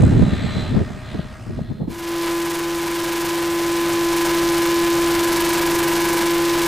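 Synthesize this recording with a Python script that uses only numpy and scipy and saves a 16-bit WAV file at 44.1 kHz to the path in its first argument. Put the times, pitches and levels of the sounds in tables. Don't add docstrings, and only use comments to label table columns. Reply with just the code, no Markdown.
import sys
import numpy as np
from scipy import signal
from scipy.fft import rfft, irfft, next_fast_len
from scipy.io import wavfile
from scipy.ndimage import uniform_filter1d, map_coordinates

SR = 44100
rng = np.random.default_rng(int(sys.argv[2]) if len(sys.argv) > 2 else 0)


def how_loud(loudness_db):
    steps = np.asarray(loudness_db, float) / 20
    return 10 ** steps


def pcm_store(signal):
    levels = np.round(np.clip(np.atleast_2d(signal), -1, 1) * 32767)
    wavfile.write(sys.argv[1], SR, levels.astype(np.int16).T)


N = 294147
TIME_S = np.arange(N) / SR

# start_s, peak_db, left_minus_right_db
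SMALL_EDDIES = [(0.222, -3, -2), (0.315, -18, -5), (0.767, -7, 4), (0.798, -24, 0), (1.193, -12, 20),
                (1.59, -4.5, 6), (1.705, -21, 12), (1.806, -17, 11), (1.829, -13, 7), (1.874, -26, -4)]
BIG_EDDIES = [(0.003, 8.5, -3), (0.049, -9, 3), (0.07, 8, -6), (0.099, 3, -8), (0.156, -11, -4),
              (0.177, -1, -0.5), (0.209, -9, 6), (0.266, 2, -2), (0.282, 0, 6), (0.321, -6, -10),
              (0.332, 3, 6), (0.42, -3.5, 10), (0.463, -3.5, -1.5), (0.568, 1.5, 5), (0.725, -22, -2),
              (0.789, -10, 4), (0.814, -17, -1), (1.033, -24, 4), (1.192, -0.5, 1), (1.525, -17, 1),
              (1.615, -2.5, 5), (1.705, -6.5, 2), (1.75, -11, 0.5), (1.818, -2, 2), (1.88, -12, 2)]
SMALL_EDDY_HZ, BIG_EDDY_HZ = 560, 161.5
# start_s, hold_s, buffet_db, sharp_edge_db
GUSTS = [(0, 0.25, -3.5, -3), (0.225, 0.013, -14.5, 2.5), (0.33, 0.03, -8, -7), (.41, 0.052, -16.5, -3.5),
         (0.55, 0.034, -14, -0.5), (0.743, 0.079, -10, -4), (1.148, 0.052, -19.5, -4),
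         (1.36, 0.016, -25, -9), (1.496, .13, -18.5, -7.5), (1.707, 0.028, -18.5, -3),
         (1.819, 0.086, -24, 5.5)]
GUST_RISE_S, GUST_FALL_S = 0.036, 0.034
# time_s, level_db
BREEZE = [(0, -27), (.7, -14), (1, -21.5), (1.3, -27), (1.93, -30), (2.06, -35)]
BREEZE_EDGE_DB = -12
# frequency_hz, level_db_per_hz
BUFFET_COLOUR = [(12, -42), (20, -8), (114, 2.5), (173, -11), (242, -5.5), (280, -12.5), (398, -17.5),
                 (500, -40), (650, -68), (1100, -120)]
EDGE_COLOUR = [(120, -1), (200, -3), (396, -13), (758, -29), (824, -27), (1500, -44.5), (1950, -63),
               (3300, -120)]

# time_s, level_db, gear_side_db
FAR_PATH = [(0, -38, -11), (.15, -38.5, -12.5), (.36, -37.5, -5.5), (.62, -37.5, -6.5), (.9, -42.5, -15),
            (1.2, -44, -9), (1.42, -46.5, -20.5), (1.65, -51, -9.5), (1.88, -61.5, -7.5)]
# multiple_of_motor_order, level_db
MOTOR_LINES = [(1.001, -5), (2, -10), (2.498, -31), (2.625, -11), (3, -8.5), (3.125, -36), (4.123, -15.5)]
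GEAR_LINES = [(5.74, -3), (5.97, -4), (6.45, -0.5), (6.565, 4.5), (12.9, -14)]
# frequency_hz, level_db_per_hz
RUSH_COLOUR = [(280, -34), (480, -10), (626, -2), (1010, -9), (1240, -4.5), (1340, -5.5), (1940, -8.5),
               (2400, -10.5), (3100, -12), (4030, -58), (6820, -120)]
WHINE_COLOUR = [(1760, 2), (3000, -5.5), (3430, 3), (3780, -1), (4090, -2.5), (4240, -2.5), (5400, -25),
                (7020, -44), (11900, -120)]
HISS_COLOUR = [(2940, -23), (5000, -1.5), (5390, -7), (6400, -7), (6930, -7), (7840, -5.5), (8220, -4.5),
               (8790, -11), (9750, -11.5), (11300, -20), (14700, -24), (15500, -20)]
SLAP_COLOUR = [(4500, -40), (6000, -13), (7800, 3), (10500, -7), (12500, -35)]
MOTOR_HZ, RISE_HZ_PER_S, BEND_HZ_PER_S2 = 604.5, 8.5, 4
MOTOR_DB, MOTOR_FADE_SHARE = -47.5, 0.72
WHINE_DB, HISS_DB = 4, -13
WHINE_BEAMS = 2.1
HISS_OFF_GEAR = 0.28
ORDERS_PER_BLADE, BLADE_PHASE_TURNS = 8.69, 0.57
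SLAP_DB, SLAP_S, SLAP_SHARPNESS = -1, 0.18, 9
GROUND_MS, GROUND_MS_PER_S, GROUND_SHARE = 0.14, 0.033, 0.23
PATCHY_DB = 1.1

# time_s, rail_db
RAIL = [(1.9, -35), (2.1, -23.5), (2.3, -20.5), (2.55, -22.5), (2.95, -22), (4.3, -17.5), (4.85, -17),
        (5.6, -17.5), (6.65, -17.5)]
# time_s, throb_per_turn_db (signed)
STICK = [(2.025, 5), (2.26, -4), (2.54, 6.5), (2.79, -3.5), (3.25, -6), (3.42, -2), (3.65, -1.5),
         (3.88, -2.5), (4.27, 6), (4.42, 0.5), (4.65, -4), (4.9, 0), (5.17, 2.5), (5.4, 7), (5.95, 5),
         (6.15, 7), (6.65, -6.5)]
# time_s, mesh_hz
MESH = [(1.9, 338.72), (2.3, 338.85), (3.1, 339.65), (3.9, 339.72), (4.3, 339.26), (4.7, 339.88),
        (5.1, 340.08), (5.9, 339.79), (6.62, 340.49)]
# multiple_of_mesh, level_db
TAIL_SHAKE = [(.4643, -19)]
TAIL_RATTLE = [(2.4643, -19), (4.4643, -19), (6.4643, -17)]
# multiple_of_mesh, multiple_of_rotor_turns, level_db, phase_turns
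LOCKED_RATTLE = [(3, -2, -3, .5), (5, -2, -8, 0)]
# frequency_hz, level_db_per_hz
FRAME_COLOUR = [(30, -11.5), (200, -9), (600, -5), (1000, -5), (2000, -7), (4000, -15), (8000, -39.5)]
DOWNWASH_COLOUR = [(20, 0.5), (150, -7.5), (600, -10), (2000, -11), (6000, -22), (15000, -39.5)]
CHATTER_COLOUR = [(1500, -11), (4000, 1.5), (9000, -4), (16000, -11.5)]
TEETH_PER_TURN = 14.5
RATTLE_DB, RATTLE_PER_THROB = -1.81, 0.27
SNAP_DB, SNAP_SCATTER_DB, SNAP_TOP_DB = -19, 3.5, -3
NEAR_TOP_HZ = 15330
CHANGE_S, CHANGE_FADE_S = 1.871, 0.045


def unit(x):
    return x / np.sqrt(np.mean(x ** 2) + 1e-20)


def curves(rows):
    s, *cols = np.transpose(rows)
    return [np.interp(TIME_S, s, c) for c in cols]


def wobble(rate):
    points = rng.standard_normal(int(N * rate / SR) + 4)
    return map_coordinates(points, [TIME_S * rate])


def filtered(x, response):
    m = next_fast_len(N + 8192)
    return irfft(rfft(x, m) * response(np.fft.rfftfreq(m, 1 / SR)), m)[..., :N]


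def noise(colour):
    f, db = np.transpose(colour)
    response = lambda hz: how_loud(np.interp(np.log(hz + 1), np.log(f + 1), db, -120, -120))
    return unit(filtered(rng.standard_normal(N), response))


def pair(colour, side_db):
    mid = noise(colour)
    side = how_loud(side_db) * noise(colour)
    return np.array([mid + side, mid - side])


def sine(turns):
    return np.sqrt(2) * np.sin(2 * np.pi * turns)


def tones(turns, lines, drift_db, geared=False):
    total = 0
    for multiple, db in lines:
        phase = rng.random() * (not geared)
        total = total + how_loud(db + drift_db * wobble(7)) * sine(multiple * turns + phase)
    return total


def ground_camera_hiss():
    hiss = pair([(200, 0), (4000, -8), (15700, -10)], side_db=-12)
    return how_loud(-66) * hiss * (TIME_S < 2)


def gust_levels():
    power = how_loud(2 * curves(BREEZE)[0])
    edge = power * how_loud(2 * BREEZE_EDGE_DB)
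    for s, hold, db, edge_db in GUSTS:
        before = (s - TIME_S) / GUST_RISE_S
        after = (TIME_S - s - hold) / GUST_FALL_S
        gust = how_loud(2 * (db - 10 * np.maximum(0, np.maximum(before, after))))
        power = power + gust
        edge = edge + gust * how_loud(2 * edge_db)
    return 10 * np.log10(power), 10 * np.log10(edge / power)


def add_eddies(out, eddies, hz, gain_db, lag):
    t = np.arange(-700, 700) / SR
    swell = np.exp(-(1.5 * hz * t) ** 2)
    for s, db, pan_db in eddies:
        phase, spread = rng.random(2)
        swing_turns = hz * t + phase + 0.04 * spread * np.array([[1], [-1]])
        push = swell * np.cos(2 * np.pi * swing_turns)
        at = round((s + lag / hz) * SR)
        port_db = db + gain_db + np.array([[pan_db / 2], [-pan_db / 2]])
        out[:, at:at + len(t)] += how_loud(port_db) * push


def wind():
    buffet_db, edge_db = gust_levels()
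    lumps = wobble(30.37)
    body = how_loud(2 * lumps) * pair(BUFFET_COLOUR, side_db=-14)
    port_wobble = np.array([wobble(60.57), wobble(60)])
    edge = how_loud(edge_db - 2 + 0.95 * lumps + 6.2 * port_wobble) * pair(EDGE_COLOUR, side_db=-1.5)
    eddies = np.zeros((2, N + 700))
    add_eddies(eddies, BIG_EDDIES, BIG_EDDY_HZ, gain_db=-11.5, lag=0.32)
    add_eddies(eddies, SMALL_EDDIES, SMALL_EDDY_HZ, gain_db=-15, lag=1.3)
    out = how_loud(buffet_db - 10.5) * (body + edge) + eddies[:, 700:]
    out *= np.clip(np.arange(N) / 60, 0, 1)
    limited = 0.9 * np.tanh(out / 0.9)
    return limited * np.clip((2.2 - TIME_S) / 0.2, 0, 1)


def over_field(x):
    n = np.arange(3 * SR)
    late = n - (GROUND_MS + GROUND_MS_PER_S * n / SR) * SR / 1000
    heard = np.array([c[n] + GROUND_SHARE * np.interp(late, n, c[n]) for c in x])
    z = signal.stft(heard, nperseg=512)[2]
    patches = rng.standard_normal(z.shape[1:])
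    for axis in (0, 1):
        patches = uniform_filter1d(patches, size=8, axis=axis)
    heard = signal.istft(z * how_loud(PATCHY_DB * unit(patches)), nperseg=512)[1][:, :len(n)]
    return np.pad(heard, ((0, 0), (0, N - len(n))))


def far_helicopter():
    rush_db, gear_db = curves(FAR_PATH)
    motor_hz = MOTOR_HZ + RISE_HZ_PER_S * TIME_S + BEND_HZ_PER_S2 * TIME_S ** 2
    turns = np.cumsum(motor_hz * (1 + 0.0028 * wobble(29.37))) / SR
    blade = np.cos(2 * np.pi * (turns / ORDERS_PER_BLADE - BLADE_PHASE_TURNS))

    motor_db = MOTOR_DB + MOTOR_FADE_SHARE * (rush_db + 45.5)
    whine_db = rush_db + WHINE_DB + WHINE_BEAMS * gear_db
    motor = how_loud(motor_db) * tones(turns, MOTOR_LINES, drift_db=1)
    gears = how_loud(whine_db) * tones(turns, GEAR_LINES, drift_db=-4.5)

    rush = pair(RUSH_COLOUR, side_db=-14)
    whine = how_loud(gear_db + 6.5 + wobble(24.75)) * pair(WHINE_COLOUR, side_db=-15.5)
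    hiss_db = HISS_DB - HISS_OFF_GEAR * (gear_db + 9) + 0.38 * wobble(40)
    hiss = how_loud(hiss_db) * pair(HISS_COLOUR, side_db=-16.5)
    chop_db = rush_db + 0.03 + 2.36 * blade + 0.57 * wobble(15.8)
    air = how_loud(chop_db) * (rush + whine + hiss)

    slap_db = rush_db + SLAP_DB - 10 * TIME_S / SLAP_S + 3 * wobble(50)
    slap = how_loud(slap_db) * np.exp(SLAP_SHARPNESS * (blade - 1)) * pair(SLAP_COLOUR, side_db=-18)
    return over_field(motor + gears + air + slap) * np.clip((2.05 - TIME_S) / 0.23, 0, 1)


def frame_rattle(teeth, turns, level):
    throb_db = curves(STICK)[0]
    locked = 0
    for mesh, rotor, db, phase in LOCKED_RATTLE:
        locked = locked + how_loud(db) * sine(mesh * teeth + rotor * turns + phase)
    locked = how_loud(-3.5 + 0.85 * np.abs(throb_db)) * locked
    loose = tones(teeth, TAIL_RATTLE, geared=True, drift_db=2)
    return level * (locked + loose + 0.65 * noise(FRAME_COLOUR))


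def airframe_camera():
    rail_db, throb_db = curves(RAIL)[0], curves(STICK)[0]
    rattle_db = RATTLE_DB + RATTLE_PER_THROB * np.abs(throb_db)
    teeth = np.cumsum(curves(MESH)[0]) / SR
    turns = teeth / TEETH_PER_TURN - 0.39
    early_db = 1.3 * throb_db * np.cos(2 * np.pi * (turns - 0.22))
    late_db = 1.1 * throb_db * np.cos(2 * np.pi * (turns - 0.27))
    rattle_level = how_loud(1.8 * rattle_db - 2.44 + late_db + 0.71 * wobble(30))
    rattle = frame_rattle(teeth, turns, rattle_level)
    chatter_db = np.minimum(2.2 * rattle_db - 0.7 + early_db + wobble(60), 5)
    chatter = how_loud(chatter_db) * noise(CHATTER_COLOUR)

    shake = np.sin(2 * np.pi * teeth) + tones(teeth, TAIL_SHAKE, geared=True, drift_db=1.5)
    jolt = shake + 0.09 * rattle + 0.21 * noise(DOWNWASH_COLOUR)
    edges = np.clip(25 * jolt, -1, 1)
    rails = np.clip(25 * (jolt + 0.13 * chatter), -1, 1)

    torn = (-np.sign(rails) * rattle > 1.05) ^ (chatter > 2.9)
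    changes = np.diff(torn, prepend=False)
    starts = np.maximum.accumulate(np.where(changes, np.arange(N), 0))
    depth = 0.62 + 1.09 * rng.random(N)[starts]
    input_hiss = 0.061 * noise([(300, -33), (3000, 1), (15000, 5)])
    stuck = rails * (1 - depth * torn) + input_hiss

    snap_db = SNAP_DB + 1.7 * early_db + SNAP_SCATTER_DB * wobble(330) + 1.4 * wobble(16)
    snap = how_loud(np.minimum(snap_db, SNAP_TOP_DB)) * np.diff(edges, 3, prepend=[0, 0, 0])
    smooth = filtered(stuck + snap, lambda hz: (hz < NEAR_TOP_HZ) / np.sqrt(1 + (hz / 21000) ** 2))
    return how_loud(rail_db - 0.02) * smooth * np.clip((TIME_S - CHANGE_S) / CHANGE_FADE_S, 0, 1)


def scene():
    return ground_camera_hiss() + wind() + far_helicopter() + airframe_camera()


def low_pass(x):
    return signal.sosfilt(signal.butter(12, 15670, fs=SR, output="sos"), x)


def record(dry):
    return low_pass(dry)


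dry = scene()
out = record(dry)
pcm_store(out)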